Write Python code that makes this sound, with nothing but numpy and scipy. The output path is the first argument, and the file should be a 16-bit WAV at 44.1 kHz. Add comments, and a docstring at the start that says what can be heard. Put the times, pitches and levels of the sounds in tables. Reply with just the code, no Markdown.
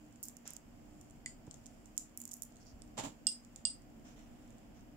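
"""A string of hard plastic beads is turned in the hands near a two-port microphone, over a low hum and hiss.
First beads tick on each other as skin and fur rub, one knocks a dull toy, and a flurry of ticks follows.
Then soft drops land on a fur rug, a small hollow toy is struck twice, and rustle continues to the end.
Contacts are band-limited clicks, toys are sums of damped sines, and rubs, drops, hum and hiss are shaped noise.
A small room answers the ticks and toys with scatter, a few echoes and a short tail."""
import sys
import numpy as np
from scipy import signal
from scipy.fft import rfft, irfft
from scipy.io import wavfile

SR = 44100
rng = np.random.default_rng(int(sys.argv[2]) if len(sys.argv) > 2 else 0)


def put_to_file(sound):
    """Save the sound as 16-bit audio at rate SR, in the file named by the first command-line argument."""
    columns = np.atleast_2d(sound).T  # one column per channel
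    safe = np.clip(columns, -1, 1)
    whole_steps = np.round(safe * 32767)
    wavfile.write(sys.argv[1], SR, whole_steps.astype(np.int16))


N = 218769


def amp(db):
    """Level law: an amplitude ratio is ten to the power of dB / 20."""
    return 10 ** (np.asarray(db) / 20)


def in_time(rows):
    """Linear interpolation: each column of a time curve is read at every sample."""
    s, *columns = np.transpose(rows)
    t = np.arange(N) / SR
    return [np.interp(t, s, column) for column in columns]


def band(x, low_hz, high_hz):
    """Band-pass filtering: gentle Butterworth slopes keep one range of frequency."""
    sos = signal.butter(2, [low_hz, min(high_hz, .45 * SR)], "band", fs=SR, output="sos")
    return signal.sosfilt(sos, x + 1e-18)


def train(seconds, db, pan_db, left_lag=0):
    """Interaural cues: clicks differ in level and arrival (lag in samples); rows are left, right, room feed."""
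    clicks = np.zeros((3, N))
    at = np.round(np.asarray(seconds) * SR).astype(int)
    np.add.at(clicks[0], at + left_lag, amp(db + pan_db / 2))
    np.add.at(clicks[1], at, amp(db - pan_db / 2))
    np.add.at(clicks[2], at, amp(db))
    return clicks


def ring(clicks, hz, t60):
    """Damped resonance: a unit click starts a decaying sine of initial height 1."""
    r = amp(-60 / (t60 * SR))
    w = 2 * np.pi * hz / SR
    return signal.lfilter([0, np.sin(w)], [1, -2 * r * np.cos(w), r * r], clicks + 1e-18)


def strike(blow, modes):
    """Modal superposition: a blow excites every mode, neighbours starting in opposite sense."""
    total = 0
    for k, (hz, db, t60) in enumerate(modes):
        total = total + (-1) ** k * amp(db) * ring(blow, hz, t60)
    return total


def crack(clicks, low_hz, high_hz):
    """Impulse response: a unit click becomes a short band-limited pulse of height about 1."""
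    pulse = band(band(clicks, low_hz, high_hz), low_hz, high_hz)
    return pulse * SR / (2 * (high_hz - low_hz))


# Left-right correlation of diffuse noise: f/Hz, likeness (1 = equal, 0 = unrelated)
LIKENESS_CURVE = [(60, 0.37), (180, 0.93), (550, 0.22), (1650, 0.0082), (4970, -0.13), (15000, -0.016)]


def noise(colour):
    """Spatial coherence: mid and side noise mix to a left-right likeness set by frequency; overall rms 1."""
    log_hz = np.log(np.arange(N // 2 + 1) * SR / N + 1)

    def at_bins(points):
        hz, value = np.transpose(points)
        return np.interp(log_hz, np.log(hz), value)

    mid, side = rfft(rng.standard_normal((2, N)))
    alike = np.clip(at_bins(LIKENESS_CURVE), -1, 1)
    pair = np.sqrt(1 + alike) * mid + np.sqrt(1 - alike) * side * [[1], [-1]]
    out = irfft(amp(at_bins(colour)) * pair, N)
    return out / out.std()


# Uneven level of the low random hum, before the small left-right offset: t/s, level/dB
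HUM_LEVEL = [(0.0, -59.5), (0.5, -60), (0.9, -56.5), (1.73, -57), (2.33, -62), (2.9, -55), (3.35, -60.5),
             (4.05, -55.5), (4.96, -56.5)]
# Relative spectral density of the hum: f/Hz, level/dB per Hz
HUM_SPECTRUM = [(15, -39), (25, -1.5), (70, -9.5), (136, -7.5), (189, -11), (232, -1.5), (266, -8.5),
                (305, -4), (327, -20), (356, -11.5), (388, -20.5), (718, -16), (1080, -33), (1500, -41),
                (1950, -51), (3300, -120)]


def hum():
    """Amplitude modulation: low coloured noise follows an uneven level curve."""
    level_db, = in_time(HUM_LEVEL)
    return amp(level_db) * noise(HUM_SPECTRUM) * amp([[-.6], [.6]])


# Motor lines, level about which each wavers: f/Hz, level/dB rms
MOTOR_LINES = [(37, -70.5), (239, -69.5), (302, -72)]


def tones():
    """Line spectrum: steady motor pitches waver slowly in strength."""
    t = np.arange(N) / SR
    phases = rng.uniform(0, 2 * np.pi, (len(MOTOR_LINES), 2))
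    total = 0
    for (hz, db), (phase, waver_phase) in zip(MOTOR_LINES, phases):
        waver_db = 6.1 * np.sin(6.23 * t + waver_phase)     # about once a second
        total = total + np.sqrt(2) * amp(db + waver_db) * np.sin(2 * np.pi * hz * t + phase)
    return total


# Relative spectral density of the hiss: f/Hz, level/dB per Hz
HISS_SPECTRUM = [(500, 1), (1200, -1), (3100, -5.5), (3950, -17), (5000, -9.5), (7100, -23.5),
                 (9000, -22.5), (12000, -16.5), (15200, -19.5), (15750, -20.5), (16000, -66)]


def hiss():
    """Stationary random noise: a constant, broad hiss lies under everything."""
    return amp(-68.5) * noise(HISS_SPECTRUM) * amp([[-.7], [.7]])


# How busily the fingers work the string, as level of the fine rustle: t/s, level/dB
HANDLING_LEVEL = [(0, -82.5), (.27, -85), (.7, -85), (1.0, -80.5), (1.35, -89), (1.7, -78), (2.3, -88.5),
                  (2.63, -81), (2.9, -85), (3.5, -85), (3.58, -81), (3.68, -91.5), (4.1, -82.5), (4.4, -81),
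                  (4.96, -89)]
# Heavier rubs of skin and fur: t/s, length/s, middle layer level/dB, coarse layer level/dB
RUB_EVENTS = [(.225, .09, -67, -90), (0.452, 0.096, -61, -59), (0.538, 0.059, -70, -69),
              (1.444, 0.57, -83, -78), (2.603, 0.055, -69.5, -78), (2.655, 0.096, -67, -78),
              (3.548, 0.11, -88, -73), (4.044, 0.13, -70.5, -66), (4.158, 0.15, -77.5, -67.5),
              (4.254, 0.67, -86, -74), (4.744, 0.11, -79, -75)]


def rustle():
    """Friction noise: uneven grains form a fine layer that follows the handling, and rubs that swell fast."""
    t = np.arange(N) / SR
    rub_gains = np.zeros((2, 1, N))
    for s, length, *layer_db in RUB_EVENTS:
        part = np.clip((t - s) / length, 0, 1)
        rub_gains += amp(layer_db)[:, None, None] * np.sin(np.pi * part ** 0.5)
    sizes = amp(2.2 * rng.exponential(1, (2, N)))
    present = rng.random((2, N)) < 8000 / SR      # 8000 grains a second on average
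    grains = rng.standard_normal((2, N)) * sizes * present
    fine, middle, coarse = band(grains, 4500, 9800), band(grains, 4530, 6050), band(grains, 660, 3800)
    gains = [amp(in_time(HANDLING_LEVEL)[0]), *rub_gains]
    total = sum(gain * layer / layer.std() for gain, layer in zip(gains, [fine, middle, coarse]))
    return total * amp([[-1.5], [1.5]])


# Hand jolts to the stand: t/s, nominal level/dB, upper band edge f/Hz
STAND_JOLTS = [(.456, -46.5, 750), (1.471, -54, 895), (1.476, -49, 910), (1.479, -36, 295),
               (2.735, -44, 72.4), (2.768, -47, 69)]


def bumps():
    """Structure-borne sound: a jolt through the stand is one low, round push on both ports."""
    out = np.zeros(N)
    for s, db, dull_hz in STAND_JOLTS:
        push = band(train([s], db, 0)[2], dull_hz / 3.5, dull_hz)
        out += push * SR / (2.5 * dull_hz)      # offsets the height lost in the band-pass
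    return out * amp([[-1.5], [1.5]])


# Soft drops on the rug, before swell and clumping: t/s, puff level/dB, thud level/dB
RUG_DROPS = [(2.97, -47.5, -63), (2.9765, -37, -46), (3.0359, -42, -40.5)]
# Relative spectral density of the puff: f/Hz, level/dB per Hz
PUFF_SPECTRUM = [(60, -14), (130, -0.5), (300, -7), (900, 0), (1500, -15), (3000, -11), (6000, -19),
                 (7200, -19), (9000, -25), (11500, -28.5), (15000, -42), (15600, -46), (15900, -77.5)]
# Relative spectral density of the thud: f/Hz, level/dB per Hz
THUD_SPECTRUM = [(50, -27), (100, -10.5), (200, 7), (330, 1.5), (500, -35)]
LAND_RISE_S, LAND_T60_S = 0.0013, 0.058
# The rest of the weight sinks in a little later
SETTLE_AFTER_S, SETTLE_DB, SETTLE_RISE_S, SETTLE_T60_S = 0.0095, -2.5, 0.0047, 0.21


def drops():
    """Inelastic impact: pile crushed by many small contacts gives a puff of noise and a thud that die away."""
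    t = np.arange(N) / SR

    def fade(s, rise, t60):
        since = np.maximum(t - s, 0)
        return amp(-60 * since / t60) * (1 - np.exp(-since / rise))

    puff, thud = 0, 0
    for s, db, thud_db in RUG_DROPS:
        landing = fade(s, LAND_RISE_S, LAND_T60_S)
        settling = amp(SETTLE_DB) * fade(s + SETTLE_AFTER_S, SETTLE_RISE_S, SETTLE_T60_S)
        puff = puff + amp(db) * (landing + settling)
        thud = thud + amp(thud_db) * (landing + settling)
    lumps = band(rng.standard_normal(N), 40, 420)      # the contacts come in clumps
    puff = puff * amp(1.6 * lumps / lumps.std())
    low_pass = signal.butter(12, 15300, fs=SR, output="sos")
    crush = signal.sosfilt(low_pass, puff * noise(PUFF_SPECTRUM))
    return (crush + thud * noise(THUD_SPECTRUM)) * amp([[-2.5], [2.5]])


# Rate at mean handling in 1/s; greatest level, sharpness and mean left minus right in dB
FAINT_PER_S, FAINT_DB, FAINT_SHARP_DB, FAINT_PAN_DB = 5.3, -64.5, -16, -13


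def faint_ticks():
    """Random point process: small chance contacts are more frequent while the fingers are busy."""
    busy_db, = in_time(HANDLING_LEVEL)
    chance = rng.random((N // 441, 4))      # one try every hundredth of a second
    at = np.arange(len(chance)) * 441
    hit = chance[:, 0] < FAINT_PER_S / 100 * amp(busy_db[at] - busy_db.mean())
    s = (at + 400 * chance[:, 1]) / SR
    db = FAINT_DB - 8.0 * chance[:, 2]
    sharp_db = FAINT_SHARP_DB + 0 * at
    pan_db = FAINT_PAN_DB + 12.0 * (chance[:, 3] - .5)
    return np.c_[s, db, sharp_db, pan_db], hit


# Clear bead contacts: t/s, body band level/dB, sharpness (top band re body)/dB, left minus right/dB
BEAD_TICKS = [(0.126, -66, -5, -19), (0.159, -61, -24, -15), (0.2292, -37, 6.5, -3),
              (0.2347, -42.5, 7, -14), (0.2389, -46.5, 0, -18), (0.2544, -52, 13, -15),
              (0.2845, -48, 3, -21.5), (0.2887, -53, -1, -7), (0.2965, -58, -15, -16),
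              (0.3681, -52.5, 0, -24), (0.4767, -43, -2, -24), (0.5055, -51, 1.5, -32),
              (0.5346, -51, 6, -19), (0.5661, -51, -2.5, -34), (1.0122, -52.5, -3, -12),
              (1.0989, -59.5, -10, -12), (1.1088, -63, -4, -23), (1.4678, -59, -14, -7),
              (1.511, -47.5, -28, 18.5), (1.5419, -49.5, -9, 14), (1.6591, -49.5, -20, -10),
              (1.6654, -57.5, -5, -32.5), (1.858, -54.5, -3, -16), (1.967, -60.5, -4, -24),
              (1.978, -32, -0.5, -18), (2.1746, -43, 10.5, -17), (2.202, -46, 2, -11),
              (2.2165, -49.5, 6, -24), (2.2246, -63, -4, -25), (2.238, -55, 1, -23), (2.2536, -46, 3, -25),
              (2.2772, -47, 2, -15), (2.291, -53, -7, -17), (2.313, -43, 0, -10), (2.3166, -44, -2, -18.5),
              (2.3214, -49, -1, -14), (2.334, -47, 0, -19), (2.339, -44.5, 7.5, -18), (2.3674, -52, 8, -8),
              (2.4213, -41, 6, -22), (2.4308, -51, 1, -27), (2.4343, -50, 5, -30), (2.4512, -58, 3, -22),
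              (2.558, -59, -19, -7), (2.568, -56, -23, -10), (2.82, -49.5, -19, -20.5),
              (3.4485, -57, -8, -17), (3.5603, -45.5, -10, -15.5), (3.8199, -65.5, -8, -19)]
CHATTER_S, CHATTER_DB = 0.002, -3.5     # longest delay and greatest level of neighbours re first contact
LOW_BAND_DB, LOW_PER_SHARPNESS = -15, -0.9   # low band: dB re body, dB per dB of sharpness


def ticks():
    """Hertzian contact: tiny solid spheres hardly ring, so each touch is a very short click, weak in the lows."""
    faint, hit = faint_ticks()
    events = np.r_[BEAD_TICKS, faint]
    heard = np.repeat(np.r_[np.ones(len(BEAD_TICKS), bool), hit], 4)
    # the jolt runs along the string: three neighbours follow
    late = (rng.random((len(events), 4)) * [0, 1, 1, 1]).ravel()[heard]
    s, db, top_db, pan_db = np.repeat(events, 4, axis=0)[heard].T
    s = s + CHATTER_S * late
    db = db + (late > 0) * CHATTER_DB - 10.0 * late      # later neighbours are weaker
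    low_db = np.minimum(LOW_BAND_DB + LOW_PER_SHARPNESS * top_db, -4.0)
    body = crack(train(s, db, pan_db, left_lag=4), 5400, 9200)
    top = crack(train(s, db + top_db, pan_db, left_lag=4), 8020, 15350)
    low = crack(train(s, db + low_db, pan_db, left_lag=4), 2730, 6000)
    return body + top + low


# Beads on the hollow toy: t/s, blow level/dB, cavity f/Hz, left minus right/dB, bright mode gain/dB
HOLLOW_HITS = [(3.2688, -21.5, 4990, -10.5, -24), (3.6522, -22.5, 4810, -7, -39)]
# Shell modes of the hollow toy: f/Hz, level/dB, T60/s
HOLLOW_MODES = [(1440, -19, 0.013), (2800, -17, 0.046), (3280, -12, 0.0095), (3350, -12, 0.016),
                (4450, -40, 0.0096), (6700, -35, 0.0024), (7460, -21.5, 0.0022), (8100, -5, 0.035),
                (8220, -10, 0.014)]
# Modes reached by a sharp blow only, before the gain of each hit: f/Hz, level/dB, T60/s
SHARP_MODES = [(9200, 8, 0.011), (10030, 0, .01), (12500, 10.5, 0.0031), (15000, -14, .004)]
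# Bead on the duller toy: t/s, blow level/dB, left minus right/dB
DULL_HITS = [(1.2600, -31.5, -5)]
# Modes of the duller toy: f/Hz, level/dB, T60/s
DULL_MODES = [(1700, -11, 0.0065), (2010, -2.5, 0.026), (2280, -4.5, 0.0083), (3170, -9, 0.0038),
              (4550, -9.5, 0.0089), (4980, -7.5, 0.005), (6870, -9, 0.0055), (8280, -5.5, 0.0073),
              (12200, -29, 0.0026)]
CAVITY_DB, CAVITY_T60_S = -0.5, 0.018
TWIN_RATIO, TWIN_DB = 1.008, -13   # the cavity is not quite round: a second, close pitch
ECHO_S, ECHO_DB = .0075, -12.5   # a near surface returns the clink about 7.5 ms later


def toys():
    """Modal radiation: struck small shells and an air cavity ring, but radiate no bass."""
    hollow = 0
    for s, db, cavity_hz, pan_db, bright_db in HOLLOW_HITS:
        blow = train([s, s + ECHO_S], db + np.array([0, ECHO_DB]), pan_db, left_lag=-5)
        main = ring(blow, cavity_hz, CAVITY_T60_S)
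        twin = amp(TWIN_DB) * ring(blow, cavity_hz * TWIN_RATIO, CAVITY_T60_S)
        cavity = amp(CAVITY_DB) * (main + twin) * amp([[-5], [0], [-4]])    # it opens to the right
        body = band(strike(blow, HOLLOW_MODES) + cavity, 1950, 12200)
        bright = amp(bright_db) * band(strike(blow, SHARP_MODES), 7200, 17000)
        hollow = hollow + body + bright
    s, db, pan_db = np.transpose(DULL_HITS)
    dull = strike(train(s, db, pan_db, left_lag=-7), DULL_MODES)
    dull = band(band(dull, 1100, 16000), 1100, 16000)
    return band(hollow, 2000, 16000) + dull


# Floor, wall and far wall, before absorption: delay t/s, left level/dB, right level/dB
WALL_ECHOES = [(.0020, -9, -22), (.0078, -28, -13.5), (.0175, -37, -10.5)]
NEARBY_DB, NEARBY_T60_S = -24, 0.032
# OUTER_T60_S: decay of the tail below 3.7 and above 7.9 kHz; ROOM_T60_S: between them
ROOM_DB, ROOM_T60_S, OUTER_T60_S, ROOM_FILL_S = -28, 0.23, 0.2, .018


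def room(x):
    """Reverberation: nearby scatter, wall echoes, then a slowly filling diffuse tail with two decay rates."""
    t = np.arange(SR // 3) / SR
    nearby, diffuse = rng.standard_normal((2, 2, len(t)))
    reply = nearby * amp(NEARBY_DB - 60 * t / NEARBY_T60_S) * (t > .0006)
    lasting = band(diffuse, 3700, 7900)
    tail = lasting * amp(-60 * t / ROOM_T60_S) + (diffuse - lasting) * amp(-60 * t / OUTER_T60_S)
    reply += amp(ROOM_DB) * tail * (1 - np.exp(-t / ROOM_FILL_S))
    for delay, *side_db in WALL_ECHOES:
        reply[:, round(delay * SR)] += amp(side_db)
    reply = signal.sosfilt(signal.butter(8, 15500, fs=SR, output="sos"), reply)
    reply = reply - .55 * band(reply, 1200, 3300)      # rug and cloth swallow the mids
    return signal.fftconvolve(x[None], reply, axes=1)[:, :N]


def scene():
    """Linear superposition: background, soft contacts, and hits with their room add up."""
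    hits = ticks() + toys()
    background = hum() + tones() + hiss()
    soft_contacts = rustle() + bumps() + drops()
    return background + soft_contacts + hits[:2] + room(hits[2])


# Microphone port resonances: f/Hz, width/Hz, peak gain/dB
PORT_RESONANCES = [(7206, 565, 14), (15150, 1400, 6)]


def record(dry):
    """Port resonance: two treble bands are lifted, and a steep low-pass cuts the top."""
    for hz, width_hz, db in PORT_RESONANCES:
        r = np.exp(-np.pi * width_hz / SR)
        poles = [1, -2 * r * np.cos(2 * np.pi * hz / SR), r * r]
        peak = signal.lfilter([(1 - r * r) / 2, 0, (r * r - 1) / 2], poles, dry)
        dry = dry + (amp(db) - 1) * peak
    return signal.sosfilt(signal.ellip(10, 1, 70, 16600, fs=SR, output="sos"), dry)


dry = scene()
out = record(dry)
put_to_file(out)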